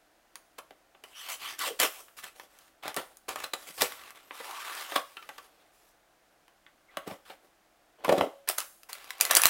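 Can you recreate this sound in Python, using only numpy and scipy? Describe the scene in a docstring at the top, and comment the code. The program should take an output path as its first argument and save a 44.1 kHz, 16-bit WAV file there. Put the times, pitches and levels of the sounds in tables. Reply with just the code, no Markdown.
"""Opening a cardboard box

On a foam mat in a small room, close to the microphone, a knife rasps through the seal of a box.
Hands rub and tap the card as they turn it over; the tight lid drags up the walls and pops free.
The lid is set aside and topples with a hollow thud; then fingers press the crackling plastic bag inside.
Rubbing is a stream of tiny slips, knocks are cracks that ring the panels, and the hollow box rings on."""
import sys
import numpy as np
from scipy import signal
from scipy.fft import rfft, irfft
from scipy.io import wavfile
from scipy.ndimage import uniform_filter1d

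SR = 44100
rng = np.random.default_rng(int(sys.argv[2]) if len(sys.argv) > 2 else 0)


def to_wav(s):
    """Save 16-bit WAV."""
    ch = np.atleast_2d(s).T  # columns
    pcm = np.round(np.clip(ch, -1, 1) * 32767)  # PCM
    wavfile.write(sys.argv[1], SR, pcm.astype(np.int16))


N = 418509
TIME = np.arange(N) / SR
LEAD_S = 512 / SR  # build-up time allowed before each blow

# Levels are relative. Body is a boost below about 800 Hz, hiss a boost above about 5 kHz.
# Each row: time in seconds, level in dB, body in dB, hiss in dB, rise in ms, resonance in Hz.
CARD_TAPS = [(0.3566, -40.5, -10, 4, 0.35, 4580), (0.5875, -37, 0, -1, 2.3, 620),
             (0.7083, -48.5, 8, -10, 0.5, 340), (0.9503, -51.5, 1.5, -35, 1.2, 676),
             (1.0394, -42.5, 3, -3, .9, 2930), (1.592, -46, -8, 19, 0.17, 1230),
             (1.8008, -21.5, 1, 6.5, .6, 2060), (2.084, -50.5, -5, -17, 0.77, 1440),
             (2.1884, -42.5, -14, -10, 0.48, 1210), (2.2417, -39.5, -8, 4.5, .8, 1710),
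             (2.398, -41.5, -6, -4, 0.17, 940), (2.5884, -54, -9, 8, 0.26, 1650),
             (2.8359, -41.5, 0, -8.5, .65, 770), (2.8563, -36.5, 5, -12.5, .25, 720),
             (2.8803, -33, 0.5, 1.5, 0.46, 845), (2.944, -41.5, -15, 8.5, 0.18, 1130),
             (2.9652, -35.5, 2, 10.5, 0.24, 900), (2.9731, -31.5, 8, -3, 2.1, 1890),
             (3.1708, -60.5, -10, 19, .2, 620), (3.2915, -29.5, -12, 1, 0.25, 840),
             (3.3592, -29, -6, -5, 0.25, 630), (3.403, -37.5, -2, -1, 0.26, 870),
             (3.4413, -28.5, -1.5, -4, 2.1, 4080), (3.537, -26.5, 1.5, -0.5, 1.26, 3940),
             (3.812, -25, -7, 0, .8, 1900), (3.8201, -20.5, 3, 6, 0.35, 464),
             (3.922, -37, -10, -3, 0.21, 4060), (4.1062, -48.5, -11, 7, .25, 1140),
             (4.751, -50, -18, 16, 0.58, 2350), (4.3089, -36, -1.5, -31, 0.15, 1050),
             (4.4033, -35.5, -1.5, -16, 0.57, 475), (4.5113, -39.5, -14, 3, 1, 1210),
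             (4.9214, -29, -2.5, -30, 0.14, 580), (4.9614, -17.5, -2.5, -7.5, 2.1, 558),
             (5.17, -34.5, -10.5, -14, 0.66, 1370), (5.226, -40.5, -13, -17, .7, 1240),
             (5.2917, -34, -3, -8.5, .6, 790), (5.3832, -37, -10, -6, 1.7, 558),
             (6.481, -58, 4.5, -2.5, 0.46, 1010), (6.665, -44.5, -26, -25, 0.093, 1890),
             (6.9715, -28.5, -3, -5.5, 0.37, 605), (7.0789, -40, 5, -1, 2.5, 393),
             (7.112, -39.5, 2, -25, 0.45, 547), (7.303, -41, 5, -21, 2.1, 790),
             (8.0479, -29, 5.5, -5, 1.06, 1066), (8.0821, -35.5, 13, -10, .2, 473),
             (8.0941, -21, 8.5, -10, 2.1, 497), (8.126, -28, 0, -3, 4, 540),
             (8.1827, -29.5, 11, -5.5, 1.5, 570), (8.2104, -25, 11.5, -13.5, 0.083, 436)]
# Each row: frequency in Hz, panel T60 in seconds.
PANEL_T60 = [(300, 0.1), (1200, 0.12), (4000, 0.026), (12000, 0.0042)]


def taps():
    """Each blow on the card is a crack followed by the short dense ring of the panels."""
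    out = np.zeros(N)
    for time_s, db, body_db, hiss_db, rise_ms, hz in CARD_TAPS:
        force = np.zeros(SR // 8)
        add(force, 0, crack(rise_ms, fall_ms=0.9))
        add(force, LEAD_S, amp(-2) * tail(PANEL_T60, size=4096))
        resonances = spot_gains(hz, overtone=1.95, peak_db=10.5, width_hz=110, uneven_db=2)
        add(out, time_s - LEAD_S, blow(force, db, body_db, hiss_db, resonances))
    return high_pass(out, hz=105.6, order=2)


# Each row: time in seconds, level in dB, pitch in Hz.
MAT_SLAPS = [(2.878, -44, 140), (2.976, -33, 195), (3.702, -45, 230), (3.819, -31.5, 280),
             (6.975, -37.5, 260), (7.077, -28, 227), (7.118, -32.5, 170), (8.082, -14, 470),
             (8.0945, -8.5, 500), (8.1262, -8, 595), (8.181, -16, 324), (8.212, -4, 725),
             (9.454, -31.5, 100)]


def thuds():
    """A flat face pushes out the air under it in one damped swing, then rebounds softer and lower."""
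    out = np.zeros(N)
    t = np.arange(2048) / SR - LEAD_S
    for time_s, db, hz in MAT_SLAPS:
        for delay_s, bounce_db, pitch_ratio in ((0, 0, 1), (0.011, -14, 0.62)):
            cycles = hz * pitch_ratio * t
            swing = np.cos(2 * np.pi * cycles) * np.exp(-(cycles / 0.4) ** 2)
            add(out, time_s + delay_s - LEAD_S, amp(db + bounce_db) * swing)
    return high_pass(out, hz=120, order=3)


# Each row: start in seconds, length in seconds, level in dB, body in dB, hiss in dB.
SEAL_CUTS = [(1.03, 0.12, -60, 4, 1.5), (1.14, 0.16, -41.5, -12.5, -1.5), (1.28, 0.054, -35, -11, 5),
             (1.385, 0.14, -35.5, -9, -4), (1.58, 0.1, -30, -4.5, 0), (1.789, 0.05, -21, 0, 1.5),
             (1.92, .09, -50, 2, 3)]
# Each row: frequency in Hz, width in Hz, level in dB.
STEEL_MODES = [(3130, 540, 2), (5810, 350, -2.5), (8250, 540, -8)]


def knife():
    """The blade rasps through the seal and its steel sings faintly along."""
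    db, body_db, hiss_db = stroke_controls(SEAL_CUTS, attack_share=0.27, swell_db=1, release_s=0.02)
    rasp = friction(db, body_db, hiss_db, slips_per_s=2500, spread_db=-1.5, smooth=0.85,
                    judder_db=2, judder_hz=120, patchy_db=3)
    steel = sum(amp(mode_db) * signal.lfilter(*signal.iirpeak(hz, hz / width_hz, fs=SR), rasp)
                for hz, width_hz, mode_db in STEEL_MODES)
    cut = high_pass(amp(-2) * (rasp + 0.38 * steel), hz=267.3, order=4)
    return cut + rocking(db - 39, band_hz=(75, 150))


# Each row: start in seconds, length in seconds, level in dB, body in dB, hiss in dB.
CARD_RUBS = [(2.165, 0.028, -46, -5, 4), (2.222, .045, -43.5, -7, -3), (2.345, 0.091, -56, 3, 1),
             (2.48, 0.2, -61, -6, 1), (2.823, 0.07, -38, 0, -10.5), (2.96, 0.032, -37.5, 6, -4.5),
             (3.03, 0.095, -62, 7, -3), (3.281, 0.022, -34.5, 3, -4), (3.355, 0.097, -44, -3, -2.5),
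             (3.56, 0.11, -52.5, -2, 3), (3.67, 0.022, -43, -3, 3.5), (3.73, 0.084, -55, 0, 12),
             (3.775, 0.044, -36, -1, -0.5), (3.805, 0.021, -26.5, -7, 3), (3.86, 0.23, -47, -4, -8),
             (4.145, 0.031, -47.5, -5, -7), (4.18, 0.11, -61, 1, -1), (5.0, 0.46, -58, 0, 0),
             (5.45, 0.23, -66, 4.5, -4.5), (5.7, 0.2, -68, 5, 5.5), (6.885, 0.21, -56, -2, -19.5),
             (7.057, 0.068, -48.5, 12.5, -2), (7.25, .035, -52, -1, -4), (7.283, 0.033, -49.5, 2, -5.5),
             (7.42, 0.035, -68, 14, 0), (7.98, 0.06, -59, 12, -18), (8.035, 0.044, -41, 11, -9),
             (8.085, 0.15, -41, 22.5, -8)]


def rubbing():
    """Hands rub the card and the card rubs the mat."""
    db, body_db, hiss_db = stroke_controls(CARD_RUBS, attack_share=0.18, swell_db=1.5, release_s=0.025)
    rub = friction(db, body_db, hiss_db, slips_per_s=1500, spread_db=2.5, smooth=0.51,
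                   judder_db=1.2, judder_hz=70, patchy_db=2)
    ticks = catches(db - 1, per_s=12, hiss_db=-0.5)
    return high_pass(rub + ticks, hz=188.8, order=3) + rocking(db - 28.5, band_hz=(60, 140))


# Each row: time in seconds, level in dB.
LID_DRAG = [(4.28, -66), (4.35, -44), (4.58, -40.5), (4.83, -37), (4.885, -42.5), (4.97, -31), (5.06, -68)]


def lid_slide():
    """The tight lid drags up the walls of the box until it comes free."""
    db = np.interp(TIME, *np.transpose(LID_DRAG), left=-120, right=-120)
    drag = friction(db, body_db=np.full(N, -7), hiss_db=np.full(N, -3.5), slips_per_s=1100, spread_db=2,
                    smooth=0.79, judder_db=1.76, judder_hz=59.2, patchy_db=2)
    return high_pass(drag, hz=301.4, order=4)


# Each row: start in seconds, length in seconds, start pitch in Hz, end pitch in Hz, width in Hz,
# level in dB.
CARD_RESONANCES = [(1.111, 0.2, 2990, 3150, 352, -51), (1.143, 0.087, 5800, 6100, 430, -54),
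                   (1.227, 0.16, 1500, 621, 300, -55.5), (1.384, 0.13, 2400, 2597, 1216, -46),
                   (1.596, 0.072, 2103, 770, 486, -36.5), (1.65, 0.1, 624, 382, 189.5, -40),
                   (4.094, .09, 12200, 13200, 330, -69), (4.21, 0.11, 12700, 14000, 297, -67),
                   (4.401, 0.33, 998.5, 1295, 449, -46), (4.658, 0.19, 1200, 1607, 698, -47),
                   (6.881, 0.031, 2150, 2070, 130, -57.5), (7.056, 0.068, 2860, 2820, 130, -60),
                   (8.112, 0.041, 616, 572, 170, -22)]


def card_resonances():
    """Card sings in gliding, wavering tones as it is scraped, and the lid drums as it lands."""
    out = np.zeros(N)
    for start_s, length_s, start_hz, end_hz, width_hz, db in CARD_RESONANCES:
        size = round(length_s * SR)
        pole = np.exp(-np.pi * width_hz / SR)
        noise = rng.standard_normal(size) + 1j * rng.standard_normal(size)
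        flutter = signal.lfilter([1], [1, -2 * pole, pole ** 2], noise)
        waver = np.interp(np.arange(size), np.linspace(0, size, 8), rng.standard_normal(8))
        hz = np.geomspace(start_hz, end_hz, size) + 0.4 * width_hz * waver
        carrier = np.exp(2j * np.pi * np.cumsum(hz) / SR)
        add(out, start_s, amp(db) * unit_rms((flutter * carrier).real) * signal.windows.tukey(size, 0.5))
    return high_pass(out, hz=264, order=4)


# Each row: start in seconds, length in seconds, level in dB, body in dB, hiss in dB.
BAG_SQUEEZES = [(8.474, 0.048, -38, -1.5, -4), (8.577, 0.035, -39.5, -3.5, 1.5),
                (8.887, 0.31, -50, -3.5, -6), (9.198, 0.074, -36, -0.5, -6), (9.293, 0.11, -27, -1.5, -16),
                (9.425, 0.11, -28.5, -6, -2)]


def bag_crinkle():
    """Fingers squeeze the bag; its thin film crinkles and radiates no bass."""
    db, body_db, hiss_db = stroke_controls(BAG_SQUEEZES, attack_share=0.086, swell_db=-4, release_s=0.025)
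    crinkle = friction(db, body_db, hiss_db, slips_per_s=660, spread_db=1.5, smooth=0.69,
                       judder_db=3, judder_hz=155, patchy_db=-1.5)
    ticks = catches(db - 2, per_s=26, hiss_db=7)
    return high_pass(crinkle + ticks, hz=398, order=3)


# Each row: time in seconds, level in dB, body in dB, hiss in dB, rise in ms, resonance in Hz.
CREASE_SNAPS = [(8.489, -26.5, -20, 15.5, 0.16, 1050), (8.4988, -27.5, 3, 8, 1.7, 670),
                (8.5849, -27, -5.5, 9, 1.5, 650), (8.6039, -28.5, -27, 4, .2, 2730),
                (8.8335, -50, -24, 9.5, 0.29, 2650), (8.8998, -38, 0, 2.5, 5.1, 1030),
                (8.931, -36.5, -16, 10, .15, 4400), (9.1066, -29.5, -21, -1, 0.53, 2100),
                (9.211, -19.5, -5, 13.5, 0.26, 2420), (9.2522, -22.5, -16, 3.5, .2, 4200),
                (9.3111, -23, 1, 12, 0.94, 3920), (9.3519, -21, -1, 14, 0.28, 5960),
                (9.3632, -17.5, -23, 3, 0.22, 4580), (9.37, -15.5, -1.5, 10.5, 1.4, 4750),
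                (9.4182, -25.5, -22, 12, .2, 5900), (9.4362, -16.5, -13, 6, .2, 2520),
                (9.456, -13.5, -2.5, 7, 0.25, 4050), (9.4677, -23.5, -12, 12, .2, 930)]


def bag_snaps():
    """Creases of the bag flip with a dry, bright crack."""
    out = np.zeros(N)
    for time_s, db, body_db, hiss_db, rise_ms, hz in CREASE_SNAPS:
        resonances = spot_gains(hz, overtone=1.91, peak_db=11.5, width_hz=96, uneven_db=4)
        force = crack(rise_ms, fall_ms=0.66)
        add(out, time_s - LEAD_S, blow(force, db, body_db, hiss_db, resonances))
    return high_pass(out, hz=363, order=2)


def stroke_controls(rows, attack_share, swell_db, release_s):
    """Each stroke grips, swells or eases, and lets go; gives level, body and hiss in dB over time."""
    power, body, hiss = np.zeros((3, N))
    for start_s, length_s, db, body_db, hiss_db in rows:
        t = TIME - start_s
        grip = np.clip(t / (attack_share * length_s), 0, 1)
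        release = np.exp(-np.maximum(t - length_s, 0) / release_s)
        pressure_db = swell_db * (np.clip(t / length_s, 0, 1) - 1)
        stroke_power = (grip * release * amp(db + pressure_db)) ** 2
        power += stroke_power
        body += stroke_power * body_db
        hiss += stroke_power * hiss_db
    power += 1e-14
    return 10 * np.log10(power), body / power, hiss / power


def friction(db, body_db, hiss_db, slips_per_s, spread_db, smooth, judder_db, judder_hz, patchy_db):
    """Tiny slips of uneven size over a smooth hiss; the stroke judders and its resonances wander."""
    slip_index = (TIME * slips_per_s).astype(int)
    slips = rng.standard_normal(N) * amp(spread_db * np.minimum(rng.exponential(1, N), 4))[slip_index]
    judder = unit_rms(signal.lfilter(*signal.butter(2, judder_hz, fs=SR), rng.standard_normal(N)))
    force = unit_rms((unit_rms(slips) + smooth * rng.standard_normal(N)) * amp(judder_db * judder))
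    hz, t, spectra = signal.stft(force, SR, nperseg=512, noverlap=384)
    patches = uniform_filter1d(rng.standard_normal(spectra.shape), size=6, axis=0)
    patches = unit_rms(uniform_filter1d(patches, size=18, axis=1))
    colour = sheet_colour(hz[:, None], np.interp(t, TIME, body_db), np.interp(t, TIME, hiss_db))
    spectra *= colour * amp(patchy_db * patches)
    return amp(db) * signal.istft(spectra, SR, nperseg=512, noverlap=384)[1][:N]


def catches(db, per_s, hiss_db):
    """Now and then a rubbing surface catches and ticks."""
    impulses = (rng.random(N) < per_s / SR) * rng.uniform(0.4, 1, N) * amp(db)
    tick = crack(rise_ms=0.32, fall_ms=1)[round(LEAD_S * SR):]
    return blow(signal.oaconvolve(impulses, tick), db=0, body_db=-6.5, hiss_db=hiss_db, resonances=0.98)[:N]


def rocking(db, band_hz):
    """A stroke rocks the whole box on the soft mat with a low rumble."""
    rumble = signal.lfilter(*signal.butter(2, band_hz, "band", fs=SR), rng.standard_normal(N))
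    return amp(db) * unit_rms(rumble)


def crack(rise_ms, fall_ms, size=2048):
    """Contacts give way faster and faster up to a crack at LEAD_S; unit energy."""
    ms = (np.arange(size) / SR - LEAD_S) * 1000
    rise_ms = max(rise_ms, 0.1)
    envelope = np.exp(np.where(ms < 0, -(ms / (1.77 * rise_ms)) ** 2, -ms / (fall_ms + 1.4 * rise_ms)))
    burst = rng.standard_normal(size) * envelope
    power = uniform_filter1d(abs(rfft(burst)) ** 2, size=9)
    flattening = minimum_phase((abs(power) + 1e-9) ** -0.3)
    force = signal.fftconvolve(burst, flattening)[:size]
    return force / np.linalg.norm(force)


def spot_gains(low_hz, overtone, peak_db, width_hz, uneven_db):
    """One spot on a sheet has two main resonances among many chance ones."""
    hz = bin_hz(4096)
    peaks = sum(share / (1 + ((hz - peak_hz) / (width_hz * np.sqrt(peak_hz / 1000))) ** 2)
                for peak_hz, share in ((low_hz, 1), (overtone * low_hz, 0.6)))
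    knots_hz = np.linspace(0, np.sqrt(SR / 2), 70) ** 2
    lumps = np.interp(hz, knots_hz, rng.standard_normal(len(knots_hz)))
    return amp(peak_db * (peaks - 0.41) + uneven_db * lumps * np.clip(1 - peaks, 0, 1))


def blow(force, db, body_db, hiss_db, resonances):
    """A force sounds through the sheet and the resonances of the struck spot."""
    response = minimum_phase(sheet_colour(bin_hz(4096), body_db, hiss_db) * resonances)
    return amp(db) * np.sqrt(SR / 100) * signal.fftconvolve(force, response)


# Each row: frequency in Hz, level in dB.
SHEET_SPECTRUM = [(40, -27), (120, -18.5), (300, -3), (600, 1.5), (1200, 1), (3000, -1.5), (6000, -7),
                  (11000, -7.5), (16000, -11)]
# Each row: frequency in Hz, share of the body or hiss boost.
BODY_BAND = [(600, 0.98), (1200, 0.082)]
HISS_BAND = [(3500, 0.04), (6000, 0.91), (15000, 0.98)]


def sheet_colour(hz, body_db, hiss_db):
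    """Spectral gains of a struck or rubbed sheet."""
    boost_db = body_db * curve_at(BODY_BAND, hz) + hiss_db * curve_at(HISS_BAND, hz)
    return unit_rms(amp(curve_at(SHEET_SPECTRUM, hz))) * amp(boost_db)


# Each row: frequency in Hz, level in dB, T60 in seconds.
HOLLOW_MODES = [(221, -8.5, 0.13), (284, 3.5, 0.1), (388, -1.5, 0.29), (487, -4, 0.07), (557.2, -5, 0.88),
                (651, -1, 0.17), (772.5, -1, .14), (814, -6.5, 0.24), (870, -10, 0.34), (1128, 4, 0.047),
                (1254, -6.5, 0.49)]


def box_ring(shake):
    """The air and walls of the box ring on after whatever shakes them."""
    t = np.arange(SR // 3) / SR
    ring = np.zeros(len(t))
    for hz, db, t60_s in HOLLOW_MODES:
        unity_peak = 2 * np.log(1000) / (t60_s * SR)
        ring += unity_peak * amp(db - 60 * t / t60_s) * np.cos(2 * np.pi * (hz * t + 0.051))
    return signal.oaconvolve(shake, ring)[:N]


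# Each row: frequency in Hz, T60 in seconds.
EARLY_T60 = [(200, 0.055), (600, 0.3), (1500, 0.3), (4000, 0.13), (12000, 0.12)]
# Each row: frequency in Hz, reflection level in dB.
EARLY_LEVELS = [(200, -9), (1000, -13.5), (4000, -13), (12000, -10)]
LATE_LEVELS = [(500, -30.5), (1500, -24), (4000, -18.5), (12000, -15.5)]


def room(direct):
    """A small room: quick dense reflections and a faint, bright, longer tail."""
    late_t60 = [(300, 0.19), (10000, 0.68)]
    response = 0
    for t60, levels in ((EARLY_T60, EARLY_LEVELS), (late_t60, LATE_LEVELS)):
        colour = minimum_phase(amp(curve_at(levels, bin_hz(1024))))
        response += signal.fftconvolve(tail(t60, size=SR * 3 // 4), colour)
    out = np.zeros(N)
    add(out, time_s=0.003, sound=signal.oaconvolve(direct, response))
    return out


def tail(t60_curve, size):
    """Dense reflections, each band dying at its own speed; unit energy."""
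    hz, t, spectra = signal.stft(rng.choice([-1., 1.], size), SR, nperseg=256)
    fade = amp(-60 * t / curve_at(t60_curve, hz)[:, None])
    fade /= np.linalg.norm(fade, axis=1, keepdims=True)
    reflections = signal.istft(spectra * fade, SR, nperseg=256)[1][:size]
    return reflections / np.linalg.norm(reflections)


# Each row: frequency in Hz, relative density in dB.
NOISE_SPECTRUM = [(12, -29.5), (20, -5.5), (48, -4), (70, -15.5), (142, -12.5), (277, -9), (310, -3),
                  (388, -10), (718, -2), (923, -9.5), (1480, -8.5), (2320, -14), (4300, -18.5),
                  (16000, -25.5)]


def background(rms_db=-66.5):
    """Steady faint noise of the room and the microphone."""
    spectrum = rfft(rng.standard_normal(N)) * amp(curve_at(NOISE_SPECTRUM, bin_hz(N)))
    return amp(rms_db) * unit_rms(irfft(spectrum, N))


def amp(db):
    return 10 ** (db / 20)


def unit_rms(x):
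    return x / np.sqrt(np.mean(abs(x) ** 2) + 1e-20)


def curve_at(points, hz):
    """Interpolates on a log-frequency axis."""
    knots_hz, values = np.transpose(points)
    return np.interp(np.log(hz + 1), np.log(knots_hz + 1), values)


def bin_hz(size):
    return np.fft.rfftfreq(size, 1 / SR)


def add(mix, time_s, sound):
    part = mix[max(round(time_s * SR), 0):][:len(sound)]
    part += sound[:len(part)]


def minimum_phase(gains):
    """Impulse response with these gains and the sharpest possible start."""
    cepstrum = irfft(np.log(np.maximum(gains, 1e-5)))
    cepstrum[1:] *= 2
    cepstrum[len(cepstrum) // 2:] = 0
    return irfft(np.exp(rfft(cepstrum)))


def high_pass(x, hz, order):
    return signal.sosfilt(signal.butter(order, hz, "high", fs=SR, output="sos"), x)


def scene():
    """The handling sounds, the ring of the box and the room, in mono."""
    handling = knife() + rubbing() + lid_slide() + bag_crinkle() + card_resonances() + taps()
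    slaps = thuds()
    ring = box_ring(amp(-4.5) * handling + amp(-5.5) * slaps)
    direct = handling + slaps + bag_snaps() + ring
    return (amp(-2.38) * direct + room(direct) + background())[None]


def record(dry):
    """The microphone clips at full scale and passes sound up to 16 kHz."""
    low_pass = signal.firwin(401, 16000, window=("kaiser", 8), fs=SR)
    return signal.oaconvolve(np.clip(dry, -1, 1), low_pass[None], "same")


dry = scene()
out = record(dry)
to_wav(out)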